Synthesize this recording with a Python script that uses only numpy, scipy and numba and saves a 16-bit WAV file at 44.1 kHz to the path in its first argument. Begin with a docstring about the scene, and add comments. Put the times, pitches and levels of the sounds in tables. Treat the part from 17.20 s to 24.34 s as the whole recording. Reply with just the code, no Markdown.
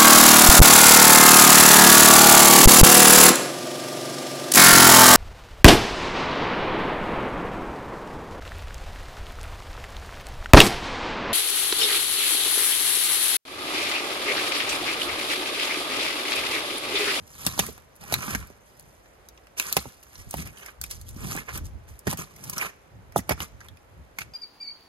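"""A long dead branch is knocked and raked against conifer trunks, a few metres away.
Each blow thumps the branch, knocks on the trunk, splinters dry bark and rebounds; dead twigs snap off.
In swelling scrapes the wood drags over bark in tiny slips and shudders; swinging it adds a low rumble.
The trunks scatter the hits and scrapes back over a faint forest hush and ticking needles."""
import sys
import numpy as np
from scipy import signal
from scipy.fft import rfft, irfft, next_fast_len
from scipy.io import wavfile
from scipy.ndimage import uniform_filter1d
from numba import njit

SR = 44100
rng = np.random.default_rng(int(sys.argv[2]) if len(sys.argv) > 2 else 0)


def output_pcm(signal):
    """Save a mono or channel-first signal as 16-bit PCM at the path in sys.argv[1].

    Samples are clipped to [-1, 1] before scaling.
    """
    pcm = np.clip(np.atleast_2d(signal).T, -1, 1) * 32767
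    wavfile.write(sys.argv[1], SR, np.round(pcm).astype(np.int16))


N = 314741
TIME = np.arange(N) / SR
CONTROL_TIME = np.arange(0, N / SR, .001)  # envelope grid, one point a millisecond


def undb(db):
    """Decibels to gain."""
    return 10 ** (np.asarray(db) / 20)


def unit(x):
    """Scale to rms 1."""
    return x / np.sqrt(np.mean(x ** 2) + 1e-30)


def along(points, hz):
    """Read (freq_hz, value) points on a log-frequency axis."""
    point_hz, value = np.transpose(points)
    return np.interp(np.log(hz + 1), np.log(np.maximum(point_hz, 1)), value)


def colour(x, points):
    """Causal EQ through (freq_hz, gain_db) points, built from the cepstrum of its log gain."""
    size = 2 * next_fast_len(x.shape[-1] // 2 + 2048)
    hz = np.arange(size // 2 + 1) * SR / size
    cepstrum = irfft(np.log(undb(along(points, hz))))
    cepstrum[1:size // 2] *= 2
    cepstrum[size // 2 + 1:] = 0
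    return irfft(rfft(x, size) * np.exp(rfft(cepstrum)))[..., :x.shape[-1]]


@njit
def svf(x, tuning, damping):
    """State-variable band-pass with a moving centre."""
    y, band, low = np.empty(len(x)), 0., 0.
    for i in range(len(x)):
        g = tuning[i]
        v = (band + g * (x[i] + 1e-18 - low)) / (1 + g * (g + damping))
        band, low = 2 * v - band, low + 2 * g * v
        y[i] = damping * v
    return y


def resonate(x, hz, q):
    """A resonance of sharpness q at a steady or moving pitch."""
    tuning = np.tan(np.pi * np.clip(hz, 20, SR / 3) / SR)
    return svf(x, tuning * np.ones(len(x)), 1 / float(q))


def walk(rate_hz, size):
    """Random levels held 1 / rate_hz seconds and slewed; spread near 1."""
    hold = max(int(SR / rate_hz), 1)
    steps = np.repeat(rng.standard_normal(size // hold + 2), hold)
    return unit(uniform_filter1d(steps, hold)[hold:hold + size])


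def swell(peak_s, rise_s, fall_s):
    """Power envelopes, one row a movement: up 20 dB over rise_s, down 20 dB over fall_s."""
    late_s = CONTROL_TIME - peak_s[:, None]
    return undb(-20 * np.maximum(-late_s / rise_s[:, None], late_s / fall_s[:, None])) ** 2


def swell_gain(swells, db, rest_db):
    """The gain of overlapping movements over a resting level, sample by sample."""
    return np.interp(TIME, CONTROL_TIME, np.sqrt(undb(db) ** 2 @ swells + undb(rest_db) ** 2))


def swell_pitch(swells, db, hz, rest_db, rest_hz):
    """Where movements overlap, the pitch leans to the stronger one."""
    power, rest = undb(db) ** 2, undb(rest_db) ** 2
    mean_hz = ((power * hz) @ swells + rest * rest_hz) / (power @ swells + rest)
    return np.interp(TIME, CONTROL_TIME, mean_hz)


# Tone of the forest bed: freq_hz, gain_db
HUSH_EQ = [(20, -18.5), (55, 11), (100, -3.5), (280, -3.5), (550, 2.5), (1000, -2.5), (2000, -7.5),
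           (3500, -16.5), (7000, -25), (11500, -32), (14000, -28), (16000, -58)]
def hush(level_db):
    """Faint air in the treetops, alike on both sides only in the bass."""
    apart = colour(rng.standard_normal((2, N)), [(100, -7.5), (400, -3), (900, -2.5)])
    common = colour(rng.standard_normal(N), [(100, 0.5), (400, -4.5), (900, -19.0), (3000, -23.5)])
    air = unit(colour(apart + common, HUSH_EQ))
    drift_db, balance_db = .5 * walk(2.2, N), np.array([[-.7], [.7]])
    return air * undb(level_db + drift_db + balance_db)


def forest_tail(x, db, t60_s):
    """The stand of trunks gives a thin reverb tail with a dull top."""
    t = TIME[:SR]
    tail = rng.standard_normal((2, SR)) * np.exp(-np.log(1000) * t / t60_s) * (1 - np.exp(-t / 0.0069))
    tail = colour(tail, [(80, -9), (600, -8.0), (2000, 0.0), (6000, 4), (14000, -26.0)])
    return signal.fftconvolve(x[None], undb(db) * unit(tail) / np.sqrt(SR), axes=1)[:, :N]


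def scatter(x, db, spread_s):
    """Early reflections off the ground and near trunks, different for every point of contact."""
    t = TIME[:SR // 30]
    paths = rng.standard_normal((2, len(t))) * np.exp(-t / spread_s)
    return undb(db) * signal.fftconvolve(x[None], unit(paths) / np.sqrt(len(t)), axes=1)[:, :len(x)]


# Phase between the two microphone ports: freq_hz, left_lead_rad
STEREO_PHASE = [(0, 1), (600, -2), (900, 0.5), (1400, -0.9), (1800, -2.5), (2600, -3.5), (3200, -5.5),
                (3900, -6.5), (5400, -8), (6200, -11.5), (7100, -10.5), (8900, -10), (11000, -6),
                (12300, -6), (13700, -2.5), (15000, -3)]
# Balance between them: freq_hz, left_minus_right_db
STEREO_BALANCE = [(60, -1), (200, -4), (380, -5.5), (650, -13), (1000, -12), (1400, -2.5), (2400, -5.5),
                  (4400, -3), (8000, 0), (15000, 0)]
def ports(x):
    """Mono to stereo: the microphone housing delays and shades the sound differently at its two ports."""
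    hz = np.arange(N + 1) * SR / (2 * N)
    ratio = undb(along(STEREO_BALANCE, hz))
    turn = np.exp(.5j * np.interp(hz, *np.transpose(STEREO_PHASE)))
    pair = np.array([ratio * turn, 1 / turn]) * np.sqrt(2 / (1 + ratio ** 2))
    return irfft(rfft(x, 2 * N) * pair)[:, :N]


def litter(rate_hz, db, spread_db):
    """Dry needles and bark crumbs tick faintly at random."""
    count = int(rate_hz * N / SR)
    out, t = np.zeros(N + SR), TIME[:SR // 50]
    for when, brightness, softness in rng.random((count, 3)):
        crumb = fracture(t, splinter_s=.0012, break_s=.0003, splinter_db=-9.0)
        tick = unit(resonate(crumb, 2000 * 5 ** brightness, q=1.2))
        start = int(when * N)
        out[start:start + len(t)] += undb(db - spread_db * softness) * tick
    return out[:N]


def rumble(hz, gain):
    """Low random wobble around a pitch, mostly alike left and right."""
    shakes = [resonate(resonate(noise, hz, q=0.99), hz, q=1.0) for noise in rng.standard_normal((2, N))]
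    common, apart = (unit(shake / np.sqrt(hz)) * gain for shake in shakes)
    return undb(-1.0) * common + undb(-5) * apart * np.array([[1], [-1]])


# Low swells under the action: peak_s, rise_s, fall_s, level_db, pitch_hz
SWING_CUES = [(0.0, .05, .09, -43.5, 98), (0.42, .35, 0.23, -44, 75.2), (0.95, 0.12, 0.22, -46, 70),
              (1.2, .2, 0.095, -36.5, 75), (1.68, 0.35, 0.1, -60.5, 115), (2.675, .03, 0.023, -40, 125),
              (3.003, 0.049, .04, -39, 54), (3.072, 0.017, .035, -35, 64), (3.165, 0.028, 0.13, -37, 84.7),
              (3.28, 0.17, 0.059, -41.5, 57.1), (3.607, 0.034, .15, -43, 57), (3.75, 0.11, 0.38, -45, 58.1),
              (3.95, .35, .3, -40, 64.2), (4.36, 0.073, 0.2, -32.5, 68), (4.435, 0.076, 0.11, -32, 60.7),
              (4.55, 0.046, 0.14, -36.5, 62.4), (4.707, .035, .09, -40.5, 62),
              (5.757, 0.082, .2, -45.5, 100), (5.9, 0.13, .06, -46, 66), (6.136, .15, 0.14, -38.5, 72),
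              (6.33, 0.06, .25, -44.5, 68), (6.525, .1, 0.071, -47.5, 90), (6.81, .15, .09, -44.5, 78),
              (7.08, 0.2, 0.24, -50, 92)]
def swinging(rest_db):
    """The heavy branch rumbles as it is swung and heaved."""
    peak_s, rise_s, fall_s, level_db, pitch_hz = np.transpose(SWING_CUES)
    swings = swell(peak_s, rise_s, fall_s)
    centre_hz = swell_pitch(swings, level_db, pitch_hz, rest_db, rest_hz=85)
    return rumble(centre_hz, swell_gain(swings, level_db, rest_db))


# Modes of the branch, low to high: pitch_hz, level_db, t60_s
BRANCH_MODES = [(68.6, -6, 0.21), (109, -9, 0.18), (164.2, 1.5, 0.071), (219.3, 0.5, 0.08),
                (282.5, 6, 0.04), (388, -7.5, 0.048), (455, -10.5, 0.068), (570, -12, 0.047),
                (682, -22, 0.038), (798, -4.5, 0.057), (978, 3, 0.03), (1257, 7, 0.02), (1380, -11, 0.089),
                (1895, -3, 0.18), (1998, -4, 0.084), (2326, -24.5, 0.12)]
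BENDING_MODES, UPPER_MODES = BRANCH_MODES[:5], BRANCH_MODES[5:]
def ring(modes, t, scatter_db):
    """The branch rings; every point of contact favours other modes."""
    hz, db, t60_s = np.transpose(modes)[:, :, None]
    favour, detune, side = rng.standard_normal((3, len(modes), 1))
    waves = np.sin(2 * np.pi * hz * (1 + 0.076 * detune) * t) * np.sign(side)
    return np.sum(undb(db + scatter_db * favour) * waves * np.exp(-np.log(1000) * t / t60_s), axis=0)


def slips(rate_hz, spread_db):
    """Tiny stick-slip clicks at random moments, of very unequal size."""
    sizes = undb(spread_db * np.minimum(rng.exponential(size=N), 4))
    return unit((rng.random(N) < rate_hz / SR) * sizes * rng.choice([-1, 1], N))


# Woody body of a scrape: freq_hz, gain_db
RASP_EQ = [(120, -27.5), (350, -0.5), (800, -0.5), (1500, -5.5), (2400, 3), (3300, -12.5), (6000, -29.5)]
def rasp(centre_hz):
    """Coarse slips rasp in the branch; each catch has its own stiffness, so the pitch hops about."""
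    coarse = unit(colour(slips(rate_hz=1400, spread_db=2.5), RASP_EQ))
    wood = signal.fftconvolve(coarse, ring(UPPER_MODES, TIME[:SR // 8], scatter_db=1))[:N]
    catch = resonate(coarse, centre_hz * 2 ** (.15 * walk(45, N)), q=7)
    return unit(catch) + undb(6) * coarse + undb(1) * unit(wood)


# Crisp top of a scrape: freq_hz, gain_db
GRIT_EQ = [(1200, -9), (2800, -2.5), (4200, -3.5), (7000, 3), (9000, 2.5), (11500, 1), (14000, 0),
           (16000, -24)]
def grit():
    """Fine bark flakes crackle; now and then a whole scale flicks off with a dry click."""
    flakes = unit(colour(slips(rate_hz=4000, spread_db=2.5), GRIT_EQ))
    chirr = resonate(flakes, 4600 * 2 ** (0.52 * walk(70, N)), q=11)
    scales = colour(slips(rate_hz=45, spread_db=1.5), GRIT_EQ)
    return flakes + undb(-8) * unit(chirr) + undb(-5) * unit(scales)


# Strokes of the branch over bark: peak_s, rise_s, fall_s, rasp_db, rasp_hz, grit_db, shudder_db
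SCRAPE_CUES = [(0.289, 0.2, 0.1, -42, 1250, -35.5, -45), (0.409, 0.1, 0.13, -38.5, 1240, -32.5, -36),
               (0.815, 0.013, .12, -46, 730, -47, -46.5), (0.928, 0.073, 0.29, -37, 1400, -37.5, -38.5),
               (1.11, 0.22, .13, -34.5, 1360, -34.5, -37.5), (1.462, .03, 1, -67, 750, -59.5, -64),
               (2.383, 0.01, 0.094, -32.5, 2383, -28.5, -68), (2.468, 0.037, 0.2, -36.5, 1570, -34.5, -52),
               (2.575, .06, 0.19, -55.5, 790, -42, -58), (3.003, .2, .1, -54, 1880, -48, -59),
               (3.135, 0.057, 0.087, -46.5, 720, -39, -54), (3.183, .025, 0.14, -40, 2085, -38, -36),
               (3.487, 0.21, 0.064, -45, 1564, -49.5, -67), (3.641, 0.028, .065, -53, 2217, -42.5, -56),
               (3.706, .014, 0.1, -52, 2150, -37, -56), (3.87, .02, 0.15, -66.5, 700, -49.5, -58),
               (4.045, 0.092, 0.19, -43.5, 900, -43, -35), (4.12, 0.14, 0.11, -40, 1180, -35, -40),
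               (4.192, 0.059, 0.045, -32.5, 1800, -40, -42), (4.294, 0.037, 0.091, -38.5, 1700, -47, -91),
               (4.36, 0.06, 0.042, -35.5, 1256, -34, -41), (4.455, 0.019, 0.046, -61, 980, -44.5, -64),
               (4.684, 0.022, 0.17, -59, 818, -54.5, -61), (4.874, 0.015, 0.089, -34, 810, -37.5, -33),
               (4.909, 0.031, 0.032, -35, 1480, -28, -38), (4.992, 0.018, 0.064, -34, 1100, -33.5, -36),
               (5.298, 0.2, 0.046, -46, 1110, -43, -43), (5.334, 0.0079, 0.021, -34, 1030, -32, -43),
               (5.365, .016, 0.051, -34.5, 1230, -36, -37.5), (5.412, 0.019, 0.069, -29, 2540, -33.5, -48),
               (5.462, 0.07, 0.04, -27.5, 1210, -35, -46), (5.965, 0.043, 0.16, -49.5, 650, -56.5, -44.5),
               (6.121, .027, .018, -27.5, 808, -30.5, -38),
               (6.226, 0.044, 0.042, -36.5, 1180, -33.5, -38.5), (6.45, 0.08, 0.055, -52.5, 820, -58, -56),
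               (7.011, 0.03, .036, -38.5, 2150, -39.5, -51)]
def dragging(rest_rasp_db=-73, rest_grit_db=-70):
    """Wood catches and slips on bark; between strokes it still shifts a little in the hands."""
    peak_s, rise_s, fall_s, rasp_db, rasp_hz, grit_db, _ = np.transpose(SCRAPE_CUES)
    strokes = swell(peak_s, rise_s, fall_s)
    centre_hz = swell_pitch(strokes, rasp_db, rasp_hz, rest_rasp_db, rest_hz=736)
    grip = walk(110, N)
    body = swell_gain(strokes, rasp_db, rest_rasp_db) * unit(rasp(centre_hz) * undb(2.95 * grip))
    top = swell_gain(strokes, grit_db, rest_grit_db) * unit(grit() * undb(1.1 * grip))
    return body + top


def shudder(pitch_hz, rest_db):
    """The heavy branch shudders with every scrape."""
    peak_s, rise_s, fall_s, *_, shudder_db = np.transpose(SCRAPE_CUES)
    return rumble(pitch_hz, swell_gain(swell(peak_s, rise_s, fall_s), shudder_db, rest_db))


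def fracture(t, splinter_s, break_s, splinter_db):
    """Dry fibres give way together, then smaller splinters follow in a dying rattle."""
    rupture = (t / break_s * np.exp(1 - t / break_s)) ** 2
    splinters = undb(splinter_db + 8.2 * walk(1400, len(t)))
    rattle = splinters * np.exp(-t / splinter_s) * (1 - np.exp(-t / break_s))
    linger = undb(-28.5) * np.exp(-t / 0.0096)
    return (rupture + rattle + linger) * rng.choice([-1, 1], len(t))


# Mid bite of cracking bark and bright edge of snapping fibres: freq_hz, gain_db
CRACK_EQ = [(500, -44.5), (1100, 2), (1700, 6), (3000, -5), (5000, -3), (6500, 1.5), (10000, -18.5)]
SNAP_EQ = [(2500, -22.5), (5000, -9.5), (6800, -1), (9000, 1.5), (11500, 2), (14000, -3.5), (16000, -9.5)]
def hit(thud_db, knock_db, knock_hz, crack_db, crack_hz, snap_db, splinter_s):
    """One contact in four layers: bending thud, hollow knock, cracking bark and its bright snap."""
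    t = TIME[:SR // 5]
    thud = ring(BENDING_MODES, t, scatter_db=3.5) * (1 - np.exp(-t / 0.0019))
    # the trunk is heavily damped: its knock dies within two or three cycles
    push = t * np.exp(-t / 0.00014)
    trunk = resonate(resonate(push, knock_hz, q=1.02), knock_hz, q=0.92)
    # a soft, low knock favours the lower modes of the branch
    branch = resonate(ring(UPPER_MODES, t, scatter_db=4.5), knock_hz, q=1.4)
    knock = unit(trunk) + undb(-5.5) * unit(resonate(branch, knock_hz, q=1.0))
    # the breaking sliver of bark rings at its own pitch and at a higher bending mode
    bark = colour(fracture(t, splinter_s, break_s=0.00074, splinter_db=-4.5), CRACK_EQ)
    crack = unit(bark) + undb(2) * unit(resonate(bark, crack_hz, q=6.2))
    fibres = colour(fracture(t, splinter_s, break_s=0.0003, splinter_db=-1.5), SNAP_EQ)
    snap = unit(fibres) + undb(-23.5) * unit(resonate(fibres, 1.8 * crack_hz, q=4.5))
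    layers = [(thud_db, thud), (knock_db, knock), (crack_db, crack), (snap_db, snap)]
    mix = sum(undb(db) * unit(layer) for db, layer in layers)
    return mix * np.sqrt(.01 / t[-1])  # levels count each layer's energy as if packed into 10 ms


# Twig breaks: start_s, crack_db, crack_hz, snap_db, splinter_s
TWIG_CUES = [(0.4643, -43, 1980, -35.5, 0.0051), (0.7555, -76, 2390, -53, 0.0065),
             (0.9393, -22.5, 4170, -24.5, 0.0018), (1.272, -77, 2270, -53, 0.001),
             (1.326, -62, 1850, -74, 0.0011), (1.5967, -60, 4140, -47.5, 0.00057),
             (1.8588, -59, 2500, -80, 0.001), (2.0872, -58, 3600, -47.5, 0.0006),
             (2.1757, -55.5, 2840, -70, 0.0013), (2.2697, -55, 2450, -63, 0.001),
             (2.398, -25.5, 2510, -26, 0.0011), (2.424, -42, 2700, -38.5, 0.00064),
             (2.486, -44, 1800, -53, 0.003), (2.5264, -33.5, 4200, -23, 0.0021),
             (2.5877, -40, 4170, -45, 0.0046), (2.6877, -57, 4480, -56, 0.0011),
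             (2.828, -55.5, 2630, -50, 0.0065), (2.955, -47, 5500, -64, 0.0013),
             (3.1094, -62, 5800, -35, 0.0011), (3.1688, -87, 2220, -39.5, 0.0028),
             (3.273, -49, 2810, -43, 0.0011), (3.37, -45.5, 3020, -45, 0.05),
             (3.4614, -43, 2190, -43, 0.0012), (3.6142, -43.5, 4740, -31.5, 0.0018),
             (3.6392, -38, 2630, -34, 0.00083), (3.71, -41.5, 4670, -33, 0.0043),
             (3.813, -57, 4350, -45.5, 0.0053), (3.889, -56.5, 4300, -43, 0.0026),
             (4.165, -51, 4000, -35, 0.0013), (4.376, -55, 4000, -35.5, 0.0017),
             (4.7915, -66, 4400, -45.5, 0.0011), (4.9726, -46, 2750, -37, 0.014),
             (5.041, -53, 4000, -62, 0.001), (5.1633, -55, 2240, -53, 0.001),
             (5.2389, -47, 5340, -39.5, 0.0036), (5.2965, -42, 5130, -30.5, 0.003),
             (5.3804, -32, 5700, -31, 0.003), (5.922, -53.5, 2010, -57, 0.0016),
             (5.977, -46, 3100, -29.5, 0.0061), (6.4049, -45.5, 1800, -58, 0.0063),
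             (6.4848, -48.5, 3240, -54.5, 0.0011), (6.571, -57.5, 2480, -61.5, 0.0017),
             (6.9859, -31, 2230, -37.5, 0.0034), (7.0172, -35.5, 2670, -53, 0.0016)]
def twigs(knock_hz=980):
    """Dead twigs snap off, jolting the branch only lightly; yields (start_s, sound)."""
    for start_s, crack_db, crack_hz, snap_db, splinter_s in TWIG_CUES:
        thud_db, knock_db = crack_db - 20, crack_db - 13.5
        yield start_s, hit(thud_db, knock_db, knock_hz, crack_db, crack_hz, snap_db, splinter_s)


# Blows of the branch on a trunk:
# start_s, thud_db, knock_db, knock_hz, crack_db, crack_hz, snap_db, splinter_s, rebound_db
BLOW_CUES = [(0.265, -30.5, -33.5, 720, -28.5, 3750, -21, 0.0022, -2.5),
             (0.377, -39, -37, 940, -38.5, 4500, -38, 0.026, -12),
             (0.392, -30.5, -25.5, 711, -23, 3570, -21.5, 0.0028, -2),
             (0.488, -39, -34.5, 397, -50, 4080, -45, 0.013, -13),
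             (0.578, -57, -51, 890, -55, 2450, -53, 0.004, -17),
             (0.924, -35, -27, 646, -32, 4030, -28, 0.0073, -16),
             (1.08, -33.5, -37, 1130, -45, 2350, -50, 0.0056, -10),
             (1.1491, -31.5, -35.5, 880, -27, 2110, -35, 0.0016, -8),
             (1.302, -54, -47, 406, -67, 2300, -68, 0.0042, -23),
             (2.5674, -27.5, -20.5, 563, -24, 2670, -20.5, 0.0018, -4.5),
             (2.656, -43, -41, 603, -66, 3860, -65, 0.0008, -15),
             (3.1406, -35, -30.5, 670, -42, 2950, -38, 0.0016, -11),
             (3.1957, -42, -48, 685, -46, 3900, -45, 0.0082, -11),
             (3.961, -37.5, -49, 343, -54, 5440, -51, 0.015, -19),
             (4.151, -32, -40, 750, -46, 1940, -44, 0.0008, -14),
             (4.291, -55.5, -38.5, 1020, -39, 1860, -60, 0.0047, -16),
             (4.41, -42.5, -61, 400, -72, 1800, -67, 0.009, -14),
             (4.87, -25.5, -27.5, 597, -33.5, 2380, -37, 0.0037, 2.5),
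             (4.9286, -33, -33.5, 900, -42, 2300, -33.5, 0.0016, 1),
             (5.961, -27.5, -18, 626, -50, 1690, -32.5, 0.0029, -19),
             (5.9679, -27, -46, 510, -40.5, 3660, -34.5, 0.0048, -18),
             (5.9835, -34.5, -42, 655, -43.5, 2540, -35, 0.0068, 3),
             (6.0931, -33, -25.5, 804, -26, 2150, -28, 0.0026, -13.5),
             (6.108, -25, -23.5, 556, -31, 2110, -49, 0.0027, -9),
             (6.178, -43.5, -45, 1190, -60, 2090, -63, 0.0034, -14),
             (6.2036, -33.5, -33, 1190, -36, 3100, -39, 0.0013, -17)]
def blows(rebound_s=.0048, rebound_pitch=.75):
    """The springy branch strikes and lands again at once, lower and duller; yields (start_s, sound)."""
    for start_s, *strike, rebound_db in BLOW_CUES:
        yield start_s, hit(*strike)
        thud_db, knock_db, knock_hz, crack_db, crack_hz, snap_db, splinter_s = strike
        rebound = hit(thud_db, knock_db - 3, knock_hz * rebound_pitch,
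                      crack_db, crack_hz * rebound_pitch, snap_db - 6, splinter_s)
        yield start_s + rebound_s, undb(rebound_db) * rebound


def impacts():
    """Blows and twig breaks on the timeline: the mono direct sound and its stereo reflections."""
    out = np.zeros((3, N + SR))
    for source in (blows(), twigs()):
        for start_s, sound in source:
            start = int(start_s * SR)
            reflections = scatter(sound, db=-6.5, spread_s=0.0065)
            out[:, start:start + len(sound)] += np.vstack([sound, reflections])
    return out[0, :N], out[1:, :N]


def scene():
    """The branch at work among the trees: direct wood, stereo width, tail, low end and forest bed."""
    hits, reflections = impacts()
    wood = hits + dragging() + litter(rate_hz=7.3, db=-70.5, spread_db=8)
    # the long branch rubs at several places at once, so part of the scrape differs left and right
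    width = undb(-14.0) * dragging() * np.array([[1], [-1]])
    diffuse_eq = [(100, -6.0), (600, 0.0), (1500, 2), (5000, 8), (9000, -3.0), (15000, 4.5)]
    diffuse = colour(reflections + width, diffuse_eq)
    tail = forest_tail(wood, db=-24.5, t60_s=.5)
    low_end = shudder(pitch_hz=136.2, rest_db=-72.5) + swinging(rest_db=-72.5)
    return ports(wood) + diffuse + tail + low_end + hush(level_db=-55.5)


def record(dry):
    """Master chain: low cut at 32 Hz, soft clip on the peaks, steep high cut at 16 kHz."""
    low_cut = signal.butter(2, 32, "high", fs=SR, output="sos")
    high_cut = signal.ellip(8, .2, 70, 16000, fs=SR, output="sos")
    return signal.sosfilt(high_cut, np.tanh(signal.sosfilt(low_cut, dry)))


dry = scene()
out = record(dry)
output_pcm(out)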